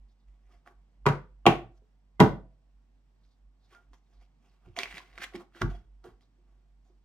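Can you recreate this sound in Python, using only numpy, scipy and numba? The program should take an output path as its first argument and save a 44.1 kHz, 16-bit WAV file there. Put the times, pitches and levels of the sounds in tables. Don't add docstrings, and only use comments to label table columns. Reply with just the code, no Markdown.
import sys
import numpy as np
from scipy import signal
from scipy.fft import rfft, irfft
from scipy.io import wavfile
from scipy.ndimage import uniform_filter1d
from numba import njit

SR = 44100
rng = np.random.default_rng(int(sys.argv[2]) if len(sys.argv) > 2 else 0)


def master(y):
    cut = np.clip(np.atleast_2d(y).T, -1, 1)
    pcm = np.round(cut * 32767)
    wavfile.write(sys.argv[1], SR, pcm.astype(np.int16))


def invert_db(level):
    return 10 ** (np.asarray(level, dtype=float) / 20)


N = 310860
PORT_TILT_DB = np.array([[-1.2], [1.2]])
HANDS_PAN_DB = -4


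def colour(x, points):
    hz, db = np.transpose(points)
    f = np.log(np.maximum(np.arange(1025) * SR / 2048, 1))
    c = irfft(np.interp(f, np.log(hz), db) * np.log(10) / 20)
    c[1:1024] *= 2
    c[1025:] = 0
    return signal.fftconvolve(x, irfft(np.exp(rfft(c))))[:len(x)]


def band(x, lo_hz, hi_hz):
    sos = signal.butter(2, [lo_hz, min(hi_hz, .49 * SR)], "band", fs=SR, output="sos")
    return signal.sosfilt(sos, x)


def unit(x):
    return x / np.sqrt(np.mean(x ** 2))


def ring(hz, t60, phase=0.):
    t = np.arange(SR // 2) / SR
    return np.sin(2 * np.pi * hz * t + phase) * 1000 ** (-t / np.maximum(t60, .001))


def add(out, s, sound, db, pan_db):
    i = int(s * SR)
    sound = sound[:N - i] / np.abs(sound).max()
    out[:, i:i + len(sound)] += sound * invert_db(db + np.array([[pan_db], [-pan_db]]) / 2)


def walk(rate):
    k = int(SR / rate)
    steps = np.repeat(rng.standard_normal(N // k + 1), k)
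    return 1.2 * uniform_filter1d(steps, k)[:N]


@njit
def svf(x, hz, width):
    y, b, l = np.empty(len(x)), 0., 0.
    for i in range(len(x)):
        g, k = np.tan(np.pi * hz[i] / SR), width / hz[i]
        v = (b + g * (x[i] - l)) / (1 + g * (g + k))
        b, l, y[i] = 2 * v - b, l + 2 * g * v, k * v
    return y


def swell(s, db, rise_s, fall_s):
    t = np.arange(0, N + 64, 64) / SR - s[:, None]
    rising = -t / np.maximum(rise_s, .002)[:, None]
    falling = t / np.maximum(fall_s, .002)[:, None]
    return invert_db(db[:, None] - 30 * np.where(t < 0, rising, falling))


def total(gains, rest_db):
    power = np.sum(gains ** 2, 0) + invert_db(rest_db) ** 2
    return np.interp(np.arange(N), 64 * np.arange(len(power)), np.sqrt(power))


# pitch_hz, level_db (per Hz)
AIR = [(50, -23.5), (90, -6), (140, -3.5), (180, -8), (240, -7), (380, -19), (640, -20.5), (900, -20),
       (1300, -28), (2500, -30.5), (5000, -36.5), (8000, -44.5), (10000, -53), (16000, -60)]
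AIR_DB = -74


def air():
    mid, side = (colour(rng.standard_normal(N) * invert_db(0.76 * walk(12)), AIR) for _ in range(2))
    side = colour(side, [(100, -7.0), (800, -6.0), (4000, -3.5), (15000, 8.0)])
    shared = unit(mid) * invert_db(AIR_DB + PORT_TILT_DB)
    return shared + side / mid.std() * invert_db(AIR_DB) * np.array([[1], [-1]])


# pitch_hz, level_db
WHINE = [
    (5470, -103),
    (8000, -97.5),
]


def whine():
    t = np.arange(N) / SR
    (hz, db), (frame_hz, frame_db) = WHINE
    frames = np.clip(1.6 * np.cos(2 * np.pi * (30 * t - .6)), 0, 1)
    steady = invert_db(db + 2 * walk(32)) * np.sin(2 * np.pi * hz * t)
    return steady + invert_db(frame_db) * frames * np.sin(2 * np.pi * frame_hz * t)


# peak_s, level_db, rise_s, fall_s; both spans cover 30 dB
SWELLS = [(.06, -52, 0.58, 0.11), (1.66, -53, 0.16, 0.34), (.29, -50.5, 0.11, 0.24),
          (.57, -53.5, 0.44, 0.11), (.78, -56, 0.16, 0.31), (1.052, -48, 0.16, 0.36),
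          (1.38, -51.5, 0.54, 0.75), (1.75, -53.5, 0.58, 0.8), (2.168, -59.5, 0.11, 0.23),
          (2.76, -55.5, 0.21, .25), (1.8, -53.5, 0.14, 0.23), (3.27, -62, 0.18, .2),
          (2.95, -60, 0.23, 0.53), (3.47, -55, 0.17, 0.36), (3.92, -52, 0.11, 0.16), (4.2, -52, 0.19, 0.23),
          (4.67, -56, 0.2, 0.2), (4.93, -53, 0.32, 0.085), (5.16, -54.5, 0.18, 0.33),
          (5.38, -58.5, 0.57, 0.071), (6.06, -71.5, 0.27, 0.096), (6.14, -51, .15, 0.11),
          (6.52, -60, 0.38, 0.34), (6.79, -60, 0.45, 0.58)]
# level_db, build_s, first_null_s, t60_s
SWAY = [
    (-35.5, .09, 0.22, 0.61),
    (-37, .05, 0.19, 1),
    (-33, .06, 0.49, 0.81),
    (-25, 0.039, .21, 0.85),
]
DRONE_HZ, DRONE_DB, FLUTTER_DB = 48, -65, 1.5


def drone():
    t = np.arange(N) / SR
    size = total(swell(*np.transpose(SWELLS)), DRONE_DB) * invert_db(FLUTTER_DB * walk(20))
    for (s, *_), (db, build_s, null_s, t60) in zip(KNOCKS, SWAY):
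        since = np.maximum(t - s, 0)
        beating = np.cos(np.pi / 2 * since / null_s) * 1000 ** (-since / t60)
        size = size + invert_db(db) * (1 - np.exp(-since / build_s)) * beating
    return np.sqrt(2) * np.sin(2 * np.pi * DRONE_HZ * t) * size * invert_db(PORT_TILT_DB)


# pitch_hz, t60_s
ROOM = [(100, 0.36), (400, 0.28), (1500, .28), (3000, 0.26), (6000, 0.25), (12000, 0.22)]
ROOM_DB = -1
EARLY_T60_S, LATE_DB = 0.03, -8.5


def room(dry):
    t, tail = np.arange(SR // 2) / SR, 0
    hz, t60 = np.transpose(ROOM)
    for f in 60 * 2 ** np.arange(0, 8.5, .5):
        mid, side = band(rng.standard_normal((2, len(t))), f / 2 ** .25, f * 2 ** .25)
        decay = np.interp(np.log(f), np.log(hz), t60)
        apart = np.clip(f / 1800, .35, 1)
        fade = 1000 ** (-t / EARLY_T60_S) + invert_db(LATE_DB) * 1000 ** (-t / decay)
        both = unit(mid * fade) + apart * unit(side * fade) * np.array([[1], [-1]])
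        tail = tail + both * np.sqrt(f / (1 + apart ** 2))
    tail = tail * np.clip(t / 0.0015 - .5, 0, 1)
    tail = tail / np.sqrt(np.sum(tail[0] ** 2))
    return invert_db(ROOM_DB) * signal.fftconvolve(tail, dry.mean(0)[None])[:, :N]


# start_s,
# level_db, pitch_hz, t60_s
PATS = [(1.818, -57, 422, 0.094), (3.905, -59.5, 271, 0.15), (4.677, -50.5, 350, 0.099),
        (4.772, -31, 695, 0.065), (4.799, -54, 716, 0.075), (5.344, -31, 354, 0.028),
        (5.358, -38, 343.6, 0.18), (5.552, -47.5, 339, 0.36), (5.712, -43, 720, 0.11),
        (5.732, -41.5, 710, 0.078), (6.044, -43.5, 358, 0.14), (6.128, -62, 754, 0.11),
        (5.729, -57.5, 3326, 0.2), (3.742, -51, 1410, 0.12), (3.72, -60.5, 430, 0.13),
        (3.937, -55, 924, 0.092), (6.898, -57, 355, 0.14), (0.502, -62, 1235, 0.17), (.53, -59, 710, .08),
        (4.788, -41, 1080, 0.065), (4.789, -39.5, 393, 0.14), (5.002, -41.5, 1048, 0.044),
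        (5.225, -41.5, 1075, 0.19), (5.43, -55, 800, 0.11), (5.639, -39, 333, 0.18),
        (6.051, -41, 456, 0.086), (6.38, -65, 350, 0.36), (6.86, -65.5, 749, 0.067)]
# start_s, level_db, pitch_hz, t60_s
THUDS = [(4.668, -46.5, 89.4, 0.054), (4.685, -43.5, 96, 0.13), (4.78, -46, 254, 0.072),
         (4.94, -46, 170, 0.05), (5.198, -47, 193, 0.027), (5.345, -39.5, 208, 0.036),
         (6.045, -49.5, 109.4, 0.22), (1.62, -42.5, 119, 0.19), (4.661, -52.5, 188.8, .12),
         (5.189, -46.5, 339, .1)]


def pats():
    out = np.zeros((2, N))
    for s, db, hz, t60 in PATS + THUDS:
        push = 1 - np.exp(-np.arange(SR // 2) / SR / 0.0036)
        beat = invert_db(5 * walk(130)[:SR // 2])
        grain = unit(band(rng.standard_normal(SR // 2), .6 * hz, 1.7 * hz)) * ring(0, 0.71 * t60, np.pi / 2)
        tone = ring(hz, t60) + 0.25 * grain + 0.064 * ring(0.49 * hz, 1.2 * t60)
        add(out, s, push * beat * tone, db - 3.0, HANDS_PAN_DB)
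    return out


# fastest_s, card_level_db, speed_up_s, slow_down_s, hiss_db; spans cover 30 dB
SLIDES = [(4.77, -43, 0.015, 0.085, 2), (4.797, -35.5, 0.018, 0.12, -28), (4.84, -44, 0.012, 0.072, -30),
          (4.91, -54, 0.2, 0.45, -29), (4.951, -46.5, 0.035, 0.078, -11), (4.977, -46.5, 0.2, 0.095, -14),
          (5.04, -76, 0.15, 0.44, -16), (5.15, -61.5, 0.071, 0.23, -23), (5.179, -53, 0.008, 0.1, -17),
          (5.219, -37.5, 0.024, 0.023, -26), (5.242, -31, 0.043, 0.023, -13),
          (5.265, -61.5, 0.033, 0.06, 6), (5.337, -53.5, 0.006, 0.077, -31),
          (5.354, -49, 0.026, 0.089, -33), (5.566, -50.5, 0.045, 0.13, -22),
          (5.611, -48.5, 0.043, 0.045, -20), (5.704, -57, 0.039, 0.15, -24), (5.76, -67, 0.13, 0.065, 0),
          (6.044, -64, 0.0085, 0.17, -32.5)]
# fastest_s, card_level_db, speed_up_s, slow_down_s, hiss_db
FIDGETS = [(.12, -105, 0.085, 0.047, 32), (.21, -111, 0.068, 0.071, 33), (.284, -81.5, 0.031, 0.19, 1),
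           (.546, -68.5, 0.16, 0.082, -4), (0.665, -64, 0.023, 0.085, -14), (1.78, -82, 0.09, 0.025, 9),
           (3.25, -102.5, 0.12, 0.3, 27), (3.64, -90, 0.095, 0.41, 14.5), (3.727, -60, 0.06, 0.14, -21),
           (3.774, -69.5, 0.14, 0.043, -1), (3.939, -68, 0.036, 0.067, 5), (4.14, -77.5, 0.16, 0.13, 5.5),
           (4.225, -72, 0.052, 0.071, 0.5), (4.451, -71.5, 0.069, 0.19, 1.5), (4.54, -80.5, 0.088, 0.11, 0),
           (4.66, -78, 0.16, 0.33, -18.5), (6.219, -76.5, 0.022, 0.065, 11.5),
           (6.486, -81.5, 0.065, 0.23, -1), (6.865, -87, 0.076, 0.16, 11)]
# fastest_s, level_db, speed_up_s, slow_down_s
DRAGS = [(3.75, -62.5, .1, 0.16), (4.66, -61, 0.081, 0.084), (0.674, -54, .02, 0.13),
         (3.94, -81, 0.017, 0.15), (4.789, -35.5, 0.033, 0.03), (5.04, -63, 0.16, 0.12),
         (5.36, -44, 0.063, 0.022), (5.411, -45.5, 0.065, 0.039), (6.047, -45.5, 0.016, 0.1),
         (6.87, -77, 0.058, 0.1)]
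# time_s, pitch_hz
BEND = [(.3, 2000), (.66, 1720), (3.75, 1607), (4.4, 2400), (4.8, 2470), (4.97, 2171), (5.22, 1880),
        (5.35, 2250), (5.56, 1620), (6.1, 1600)]
# pitch_hz, width_hz, level_db
TOP = [(393, 180, -2.5), (716, 64, -0.5), (1080, 28, -2.5)]
WOOD_DB, WOOD_DB_PER_DB, REST_DB = 4, -.5, -91.5


def slides():
    s, db, rise, fall, hiss_db = np.transpose(SLIDES + FIDGETS)
    speed = swell(s, db, rise, fall)
    hz = np.interp(np.arange(N) / SR, *np.transpose(BEND))
    wood_db = WOOD_DB + WOOD_DB_PER_DB * (db + 68.0)
    slip_db = np.minimum(2.4 * rng.exponential(size=N), 11)
    grit = rng.standard_normal(N) * invert_db(slip_db + 2 * walk(200) + 1.5 * walk(60))
    card = unit(svf(grit, hz * (1 + .08 * walk(40)), 550.)) + .6 * unit(band(grit, 1400, 3800))
    card += 0.033 * unit(svf(grit, 0.44 * hz * (1 + 0.064 * walk(35)), 500.))
    card += 0.083 * unit(svf(grit, 3350 * (1 + 0.068 * walk(30)), 300.))
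    table_grit = grit[::-1].copy()
    wood = invert_db(1.4 * walk(30)) * unit(band(band(table_grit, 270, 1800), 210, 1700))
    modes = sum(invert_db(top_db) * svf(table_grit, np.full(N, 1. * f), 1. * w) for f, w, top_db in TOP)
    wood = 0.38 * wood + 0.87 * unit(modes)
    bright = grit + 2.5 * svf(grit, 5200 * (1 + 0.3 * walk(25)), 1600.)
    hiss = unit(colour(bright, [(2500, -25.5), (3600, 13.0), (6500, 0.5), (8500, -10.5),
                                (11000, -12.0), (15500, -15.5)]))
    wood_gains = np.vstack([speed * invert_db(wood_db)[:, None], swell(*np.transpose(DRAGS))])
    rub = card * total(speed, REST_DB) + wood * total(wood_gains, REST_DB + 7.5)
    rub += invert_db(2.3 * walk(81)) * hiss * total(speed * invert_db(hiss_db)[:, None], REST_DB - 5)
    return rub * invert_db(-6.0 + PORT_TILT_DB)


# start_s, level_db, pitch_hz, chatter_db
TICKS = [(0.661, -46, 1310, -38), (0.674, -41, 1780, -29), (3.249, -64.5, 1483, 9),
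         (3.748, -43.5, 1470, -5.5), (3.932, -48, 1070, -6), (4.659, -58.5, 2437, -13),
         (4.7598, -50, 1080, -18), (4.764, -28.5, 2260, -26), (4.7874, -13, 2010, 3.5),
         (4.832, -17.5, 2390, -8), (4.856, -26.5, 2080, -29), (4.91, -36, 2290, -24),
         (4.9419, -34, 2460, -11), (4.9695, -34, 2020, -23), (4.98, -29, 1880, -9),
         (5.1284, -50, 2070, -8.5), (5.1339, -52, 2040, -8), (5.177, -31, 2150, -16),
         (5.183, -34, 1375, -9), (5.2162, -33, 1880, -20), (5.22, -25.5, 1800, -16),
         (5.2356, -54, 2080, -27), (5.24, -47, 2300, -29), (5.336, -44, 1900, -15),
         (5.3534, -34, 1920, -14), (5.359, -39, 3080, 20), (5.377, -46, 2400, -12),
         (5.3988, -48, 1060, -10), (5.548, -44, 1670, -30), (5.564, -50, 1900, -10),
         (5.522, -60, 1295, -10), (4.875, -37, 2100, -16), (4.925, -33, 2000, -18), (5.615, -23, 1590, -6),
         (5.618, -14.5, 1420, -11.5), (6.04, -46.5, 1400, 0), (4.686, -59, 2400, -8.5),
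         (6.208, -57.5, 2894, 1), (6.223, -63, 3500, 15)]
DELAY_S = 0.0013


def ticks():
    out = np.zeros((2, N))
    for s, db, hz, chatter_db in TICKS:
        chatter = band(rng.standard_normal(SR // 2) * ring(0, 0.007, np.pi / 2), 1400, 4450)
        snap = band(ring(hz, 11.6 / hz, 0.13), 260, 20000)
        flick = invert_db(chatter_db) * chatter / np.abs(chatter).max() - snap
        add(out, s + DELAY_S, flick, db - 0.5, HANDS_PAN_DB)
    return out


def crack(points, chatter_s):
    t = np.arange(SR // 2) / SR
    push = 0.079 * rng.standard_normal(len(t)) * np.exp(-t / chatter_s)
    push[0] = 1
    return colour(push, points)


# start_s, level_db, crack_db, lead_in_s, lead_in_db
KNOCKS = [
    (1.064, -9.5, -12, 0.0068, -10.5),
    (1.465, -0.5, -5.5, 0.0087, -14),
    (2.2019, -1, -8.5, 0.0053, -15.5),
    (5.622, -19, -38, 0.0079, -6.5),
]
# pitch_hz, level_db (per Hz)
CRACK = [
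    [(710, -35), (1200, 0), (2530, -13), (2760, -17.5), (4700, -25.5), (13200, -45.5), (16000, -40.5)],
    [(710, -30), (1200, -3), (1310, -14.5), (1470, -6.5), (2530, -3), (4000, -20), (14700, -40),
     (16000, -34)],
    [(710, -26), (1200, 3.5), (1660, -14), (1910, -1), (2760, -13.5), (3700, -14), (9000, -32),
     (16000, -34.5)],
    [(710, -31), (1200, -14), (1700, 4), (2060, -31), (2270, -44), (3110, -17), (9000, -21), (16000, -18)],
]
# free_swing_s, level_change_db
GRIP = [
    (0.12, -9.5),
    (.035, -7.5),
    (0.043, -8),
    (.05, 1.5),
]
# pitch_hz, t60_s, then level_db for each of the
BODY = [(105, 0.16, -21.5, -11.5, -19, 14), (142.95, 0.28, 1, -5, -1, 4), (188, 0.19, -8, -1.5, 1, -2.5),
        (254, 0.25, -17, -13.5, -9.5, -16), (311, 0.072, -15.5, -1.5, -5.5, -12),
        (344.4, 0.34, -13, -3, -7, -6), (407, 0.16, -1, -4.5, -8, -40), (425.9, 0.17, -10, -7.5, 2.5, -16),
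        (520.5, 0.037, -17.5, -12.5, -13, -10.5), (637, 0.11, -20, -21.5, -7.5, -58.5),
        (642, 0.25, -12.5, -11.5, -16, -45), (728, 0.35, -20.5, -11.5, -15, -27.5),
        (772, 0.18, -7, -1.5, -7.5, -9.5), (905, 0.27, -17, -13, -14, -16), (984, 0.1, -4.5, -4, -4.5, -26),
        (1100, 0.09, -11, -5.5, -10, -11.5), (1300, 0.13, -12.5, -21, -14, -26),
        (1500, 0.09, -19, -15.5, -19, -34.5),
        (505.7, 0.51, -21, -33.5, -24.5, -53), (652, 0.65, -40, -32.5, -27, -56.5),
          (419.8, 0.74, -50, -50.5, -49.5, -31.5),
        (557, 0.36, -21, -19.5, -11, -30), (976, .12, -7.5, -16, -16, -28),
        (1715, 0.15, -20, -23.5, -24.5, -37), (1965, .1, -26, -19.5, -22, -43),
        (1113.7, 0.016, -5.5, 0, -7.5, -32), (1400, .07, -21, -18.5, -14.5, -37),
        (1560, 0.076, -23.5, -24, -18, -19), (1880, .06, -21.5, -18.5, -22, -34),
        (2400, .05, -22, -19, -28, -39), (2760, 0.034, -25.5, -17.5, -28, -34),
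        (3280, .05, -36, -21.5, -30, -42)]
# start_s, level_db
BOUNCES = [(1.0633, -16.5), (1.0678, -25), (1.087, -13), (1.0951, -23.5), (1.464, -6), (1.4782, -17),
           (1.5176, -26.5), (2.2012, -9), (2.2027, -12), (2.206, -10), (2.216, -19.5), (2.224, -17.5),
           (2.233, -20.5), (2.297, -36.5)]
KNOCK_PAN_DB = 0.3
SPREAD = .02


def knocks():
    body, edge, blow = np.zeros((3, 2, N))
    t, pan = np.arange(SR // 2) / SR, KNOCK_PAN_DB
    for k, (s, db, crack_db, lead, lead_db) in enumerate(KNOCKS):
        swing_s, damping_db = GRIP[k]
        grip = invert_db(damping_db / (1 + np.exp((swing_s - t) / 0.0037)))
        wood = 0
        for f, t60, *gains in BODY:
            beat = invert_db(3.5 * walk(60)[:len(t)])
            tone = ring(f, t60, rng.uniform(-0.072, .6))
            for side in (-1, 1):
                near_hz = f * (1 + side * SPREAD * rng.uniform(.5, 1.5))
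                tone = tone + 0.24 * ring(near_hz, t60, rng.uniform(0, 2))
            wood = wood + invert_db(gains[k]) * beat * tone * np.minimum(t * f, 1)
        wood = band(wood, 61, 19000)
        add(body, s, wood * grip, db, pan)
        add(body, s - lead, wood * np.exp(-t / 0.003), db + lead_db, pan)
        add(blow, s, wood * np.exp(-t / 0.006), db, 0)
        add(blow, s, crack(CRACK[k], 1 / SR), crack_db + 3.5, 0)
        add(edge, s, crack(CRACK[k], 0.0034), crack_db, pan)
        add(edge, s - lead, crack(CRACK[k], 0.021), crack_db + lead_db - 9.5, pan)
    for s, db in BOUNCES:
        add(edge, s + DELAY_S, crack(CRACK[0], 0.005), db - 5.5, 0)
    return body, edge, blow


def ports(x, phase, lean=((100, 0), (1000, 0))):
    f = np.log(np.maximum(np.arange(N // 2 + 1) * SR / N, 1))

    def read(points):
        hz, value = np.transpose(points)
        return np.interp(f, np.log(hz), value)

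    left = irfft(rfft(x[0]) * invert_db(read(lean) / 2), N)
    right = irfft(rfft(x[1]) * np.exp(-1j * read(phase)) * invert_db(-read(lean) / 2), N)
    return np.array([left, right])


# pitch_hz, lead_radians
KNOCK_PHASE = [(600, 0.02), (1210, 0.17), (2070, 2.7), (2930, 0.68), (4050, 2.44), (7000, 1.5),
               (11000, 1.5)]
# pitch_hz, left_minus_right_db
KNOCK_LEAN = [(60, 0.35), (110, 3.5), (200, 1.56), (380, -2.5), (1290, -1.76), (4400, 2), (8120, 0.04)]
# pitch_hz, lead_radians
HANDS_PHASE = [(600, .1), (1720, .3), (3450, 0.9), (3960, 1.9), (4800, .8), (7580, 1.7), (12700, .4)]


def scene():
    body, edge, blow = knocks()
    small = ticks() + slides() + pats()
    background = ports(air() + drone(), [(100, .06), (2000, 1.6)]) + whine()
    direct = ports(body + edge, KNOCK_PHASE, KNOCK_LEAN) + ports(small, HANDS_PHASE)
    echoes = room(0.44 * edge + 0.55 * small + band(blow, 55, 21000))
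    return background + direct + echoes


def low_pass(x):
    return signal.sosfilt(signal.butter(12, 16610, fs=SR, output="sos"), x)


def record(dry):
    rounded = np.tanh(0.57 * dry) / 0.63
    top_cut = signal.ellip(8, .2, 50, 15950, fs=SR, output="sos")
    return low_pass(signal.sosfilt(top_cut, rounded))


dry = scene()
out = record(dry)
master(out)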